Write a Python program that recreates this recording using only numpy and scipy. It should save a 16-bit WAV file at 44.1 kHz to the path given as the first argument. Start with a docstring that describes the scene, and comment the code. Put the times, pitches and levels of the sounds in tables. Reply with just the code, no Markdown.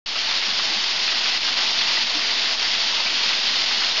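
"""A small waterfall drops onto wet boulders in a rocky recess, a few metres from a mono microphone.
The uneven stream makes a bright rush of spray and droplet crackle, and clumps of water slap the
stone. Trapped air tinkles, gulps and plinks in the pool over a faint rumble, while the churning
water sets the hollow between the rocks ringing."""
import sys
import numpy as np
from scipy import signal
from scipy.fft import rfft, irfft
from scipy.io import wavfile
from scipy.ndimage import uniform_filter1d

SR = 44100
rng = np.random.default_rng(int(sys.argv[2]) if len(sys.argv) > 2 else 0)


def unload_wav(signal):
    """Save mono or channel-first audio to the path in sys.argv[1] as 16-bit WAV at rate SR, clipped to [-1, 1]."""
    wavfile.write(
        sys.argv[1],
        SR,
        np.round(np.clip(np.atleast_2d(signal).T, -1, 1) * 32767).astype(np.int16),
    )


N = 176400


def from_db(db):
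    """Decibels to gain."""
    return 10 ** (np.asarray(db) / 20)


def rms_one(x):
    """Scale to rms 1."""
    return x / np.sqrt(np.mean(x ** 2) + 1e-20)


def seconds():
    """Time of every sample."""
    return np.arange(N) / SR


def drift(rate_hz):
    """Smooth random wandering with spread 1, mostly slower than rate_hz."""
    step, settle = 20, 4000
    pole = np.exp(-2 * np.pi * rate_hz * step / SR)
    noise = rng.standard_normal(N // step + settle + 2)
    slow = signal.lfilter([1], [1, -2 * pole, pole * pole], noise)[settle:]
    return np.interp(np.arange(N) / step, np.arange(len(slow)), rms_one(slow))


def coloured(x, colour):
    """Filter by a curve of (Hz, dB) points joined on a log-frequency axis; rms 1."""
    points_hz, points_db = np.transpose(colour)
    hz = np.maximum(np.fft.rfftfreq(N, 1 / SR), 1)
    gain = from_db(np.interp(np.log(hz), np.log(points_hz), points_db))
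    return rms_one(irfft(rfft(x) * gain, N))


def ring(x, hz, t60):
    """A damped resonance that falls 60 dB in t60 seconds."""
    radius, angle = from_db(-60 / (t60 * SR)), 2 * np.pi * hz / SR
    return signal.lfilter([1, 0, -1], [1, -2 * radius * np.cos(angle), radius * radius], x + 1e-18)


def grains(per_s, low_hz, high_hz, cycles, spread_db, pitches):
    """Tiny random pulsations, each swelling and dying at one of many pitches; rms 1."""
    sizes = from_db(spread_db * np.minimum(rng.exponential(1, N), 3))
    signs = rng.choice([-1, 1], N)
    clicks = sizes * signs * (rng.random(N) < per_s / SR)
    pitch_index = rng.integers(0, pitches, N)
    out = np.zeros(N)
    for k, hz in enumerate(np.geomspace(low_hz, high_hz, pitches)):
        struck = ring(clicks * (pitch_index == k), hz, cycles / hz)
        out += rms_one(ring(struck, hz, cycles / hz))  # ringing twice softens the attack
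    return rms_one(out)


# Strength of the stream hitting the rocks. Each row: time in seconds, level in dB.
FLOW = [(0, 1.5), (.4, -0.3), (.7, 0.7), (.9, -0.04), (1.1, 0.65), (1.28, 0.8), (1.4, 0), (1.62, 2),
        (1.74, 0.7), (1.97, 1.64), (2.1, 0.06), (2.28, 0.8), (2.68, 1), (3.04, 0.8), (3.26, 1.3),
        (3.38, 0.5), (3.6, 1.6), (3.66, 0.8), (3.82, 1), (4, 1.4)]
# The stream thins for a moment. Each row: centre in seconds, dip in dB, half length in seconds.
LULLS = [(0.546, -1.5, .014), (1.394, -3, 0.022), (1.558, -4, 0.013), (2.058, -3.5, 0.018),
         (2.572, -4.5, 0.019), (3.033, -1.8, 0.014), (3.094, -2.5, 0.015), (3.421, -1, 0.018),
         (3.647, -0.3, 0.011), (3.936, -2.1, 0.023)]

def stream():
    """Strength of the falling water in dB: slow swell, lulls and quick surges that even out."""
    t = seconds()
    surge_db, even_out_s = 0.51, 0.1
    swell = np.interp(t, *np.transpose(FLOW))
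    lulls = sum(db * np.exp(-((t - centre) / half) ** 2) for centre, db, half in LULLS)
    surges = drift(rate_hz=24)
    surges = rms_one(surges - uniform_filter1d(surges, int(even_out_s * SR)))
    return swell + lulls + surge_db * surges


# Colour of the spray at the microphone. Each row: frequency in Hz, relative level in dB.
SPRAY_COLOUR = [(30, -30.5), (70, -37.5), (150, -33), (195, -13), (480, -14.5), (700, -11.5), (950, -9),
                (1650, -9), (2000, -5), (2350, -5.2), (2850, -1.8), (3500, -0.3), (3900, -1.5), (4500, 1),
                (5050, -1.4), (5500, -4.5), (5950, -11), (6500, -14.5), (7050, -20.5), (7600, -42.5)]

def spray(flow_db):
    """Countless impacts on the boulders merge into a rush; each half octave flickers on its own."""
    white, hz = rfft(rng.standard_normal(N)), np.fft.rfftfreq(N, 1 / SR)
    half_octave = np.floor(2 * np.log2(np.clip(hz, 150, 7000) / 150))
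    hiss = np.zeros(N)
    for k in np.unique(half_octave):
        hiss += irfft(white * (half_octave == k), N) * from_db(0.5 * drift(rate_hz=25))
    spatter_db = 0.84 * drift(rate_hz=220)  # finer break-up of the stream
    return from_db(-24 + flow_db + spatter_db) * coloured(hiss, SPRAY_COLOUR)


def droplets(flow_db):
    """Drops nearer the microphone crackle on the stone, thicker when the stream is strong."""
    per_s = 6000 * from_db(2 * flow_db)
    crackle = grains(per_s, low_hz=1500, high_hz=5780, cycles=5.8, spread_db=3, pitches=22)
    return from_db(-28.5) * coloured(crackle, SPRAY_COLOUR)


def splash_envelope(power, attack_s=0.0043, decay_s=0.016):
    """Amplitude of splashes: every burst of power rises quickly and leaves a short tail."""
    t = seconds()[:SR // 4]
    shape = (1 - np.exp(-t / attack_s)) * np.exp(-t / decay_s)
    splash_power = signal.fftconvolve(power, (shape / shape.max()) ** 2)[:len(power)]
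    return np.sqrt(np.abs(splash_power))


# Colour of the many small slaps on the stone. Each row: frequency in Hz, relative level in dB.
SMALL_SLAP_COLOUR = [(100, -33.5), (450, -9.5), (900, -2), (1400, -0.5), (2000, -3), (3000, 0.5),
                     (5000, -6), (6200, -17), (8000, -29)]

def small_slaps(per_s=65):
    """Little clumps of water keep bursting on the rock at random."""
    hits = rng.random(N) < per_s / SR
    sizes = from_db(-40 + 2 * rng.standard_normal(N))
    return splash_envelope(hits * sizes ** 2) * coloured(rng.standard_normal(N), SMALL_SLAP_COLOUR)


def foam(flow_db):
    """Small bubbles ring in the foam on the pool, more of them when the stream is strong."""
    per_s = 500 * from_db(2 * flow_db)
    bubbles = grains(per_s, low_hz=672.5, high_hz=2534, cycles=17.3, spread_db=0, pitches=26)
    return from_db(-40.5) * bubbles


def tinkle(flow_db):
    """The tiniest bubbles ring high and glitter in the spray."""
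    per_s = 700 * from_db(2 * flow_db)
    bubbles = grains(per_s, low_hz=2600, high_hz=5196, cycles=33, spread_db=1, pitches=30)
    return from_db(-32) * bubbles


# Resonances of the hollow between the rocks. Each row: frequency in Hz, width in Hz, level in dB.
HOLLOW = [(197, 27, -59.5), (246, 21, -58), (308, 25, -58.5), (436, 24, -61.5), (632, 27, -51),
          (890, 61, -49.5)]

def hollow(churn_db=3.5):
    """The churning water stirs each resonance of the hollow unevenly."""
    out = np.zeros(N)
    for hz, width_hz, db in HOLLOW:
        resonance = ring(rng.standard_normal(N), hz, t60=np.log(1000) / (np.pi * width_hz))
        churn = from_db(churn_db * drift(rate_hz=20))
        out += from_db(db) * rms_one(resonance * churn)
    return out


# Colour of the rumble at the foot of the fall. Each row: frequency in Hz, relative level in dB.
RUMBLE_COLOUR = [(20, 0), (45, -3.5), (68, -6.5), (85, -7.5), (97, 3), (114, -8), (155, -1.5), (200, -14.5),
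                 (300, -39)]

def rumble(flutter_db=6):
    """The plunge into the pool makes a faint rumble that flutters and briefly drops away."""
    flutter = rms_one(from_db(flutter_db * np.minimum(drift(rate_hz=20), 0.5)))
    return from_db(-57) * flutter * coloured(rng.standard_normal(N), RUMBLE_COLOUR)


# The heaviest clumps landing on the boulders, a few metres off.
# Each row: start in seconds, level in dB, centre of the splash in Hz.
HEAVY_SLAPS = [(.155, -29, 1100), (.308, -26, 1300), (.42, -24.5, 1900), (.588, -28.5, 1200),
               (1.075, -22, 2900), (1.121, -35, 1500), (1.255, -25, 1920), (1.345, -28, 2400),
               (1.476, -28, 1290), (1.586, -29.5, 1300), (1.807, -24, 2300), (1.892, -28.5, 2080),
               (1.967, -34, 1000), (2.002, -27.5, 3930), (2.458, -29, 1800), (2.625, -25.5, 2400),
               (2.734, -34, 3400), (2.886, -29.5, 1800), (2.995, -32, 900), (3.064, -30.5, 2600),
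               (3.278, -22, 3800), (3.294, -27, 1750), (3.465, -22, 3500), (3.708, -29.5, 1600),
               (3.815, -27, 1710), (3.83, -24.5, 2800), (3.962, -27, 2900)]

def heavy_slaps(width_octaves=0.85, top_hz=5400):
    """Heavy clumps splash on the rock, each a burst of noise in a broad band of its own."""
    out, size = np.zeros(N + SR), SR // 4
    envelope = splash_envelope(signal.unit_impulse(size))
    hz = np.fft.rfftfreq(size, 1 / SR) + 1
    rolloff = 1 / (1 + (hz / top_hz) ** 10)
    for start_s, db, centre_hz in HEAVY_SLAPS:
        band = np.exp(-0.5 * (np.log2(hz / centre_hz) / width_octaves) ** 2)
        splash = irfft(rfft(rng.standard_normal(size)) * band * rolloff, size)
        start = int(start_s * SR)
        out[start:start + size] += from_db(db) * envelope * rms_one(splash)
    return out[:N]


def single_bubbles(rows, rise_s, glide_per_s):
    """Each pocket of air swells, rings unevenly with a slightly rising pitch and dies."""
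    out = np.zeros(N)
    for start_s, hz, db in rows:
        age = np.maximum(seconds() - start_s, 0)
        swell = age / rise_s * np.exp(1 - age / rise_s)
        phase = 2 * np.pi * hz * age * (1 + glide_per_s * age / 2)
        out += from_db(db) * swell * np.sin(phase)
    wobble = rms_one(from_db(1.5 * drift(rate_hz=60)))  # the water around jostles the bubbles
    return out * wobble


# Big air pockets in the pool. Each row: start in seconds, starting pitch in Hz, level in dB.
GULPS = [(.272, 885, -35), (.635, 636, -36), (0.699, 305, -38), (0.762, 220, -40.5), (1.125, 673, -37),
         (1.655, 246, -44), (1.888, 907, -37.5), (1.968, 872, -35), (2.15, 296, -33), (2.245, 398, -42),
         (2.395, 633, -37), (2.972, 900, -37)]

def gulps():
    """Big pockets of trapped air swell and ring low under the fall."""
    return single_bubbles(GULPS, rise_s=0.012, glide_per_s=0.9)


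# Fat drops landing in the pool. Each row: start in seconds, starting pitch in Hz, level in dB.
PLINKS = [(1.972, 1975, -23), (3.062, 2300, -19), (3.07, 2600, -21), (3.3, 1930, -27)]

def plinks():
    """Each fat drop traps a bubble that rings high and briefly."""
    return single_bubbles(PLINKS, rise_s=0.0033, glide_per_s=0.84)


def scene():
    """The waterfall from one spot a few metres away, the same in both channels."""
    flow_db = stream()
    on_rocks = spray(flow_db) + droplets(flow_db) + small_slaps() + heavy_slaps()
    in_pool = foam(flow_db) + hollow() + rumble() + gulps() + plinks()
    water = on_rocks + in_pool + tinkle(flow_db)
    return np.stack([water, water])


def record(dry):
    """A narrow-band recorder with a small constant offset; the sound cuts in low and swells."""
    start_s, edge_s = 0.059, 0.0032
    opening_db, swell_s = -8, 0.083
    offset, cutoff_hz = -0.0112, 8050
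    t = seconds()
    age = np.maximum(t - start_s, 0)
    gate = np.clip(np.minimum(age, t[-1] - t) / edge_s, 0, 1)  # cuts in and out
    swell = from_db(opening_db * np.exp(-age / swell_s))
    lowpass = signal.cheby2(20, 70, cutoff_hz, fs=SR, output="sos")
    return signal.sosfilt(lowpass, gate * (dry * swell + offset))


dry = scene()
out = record(dry)
unload_wav(out)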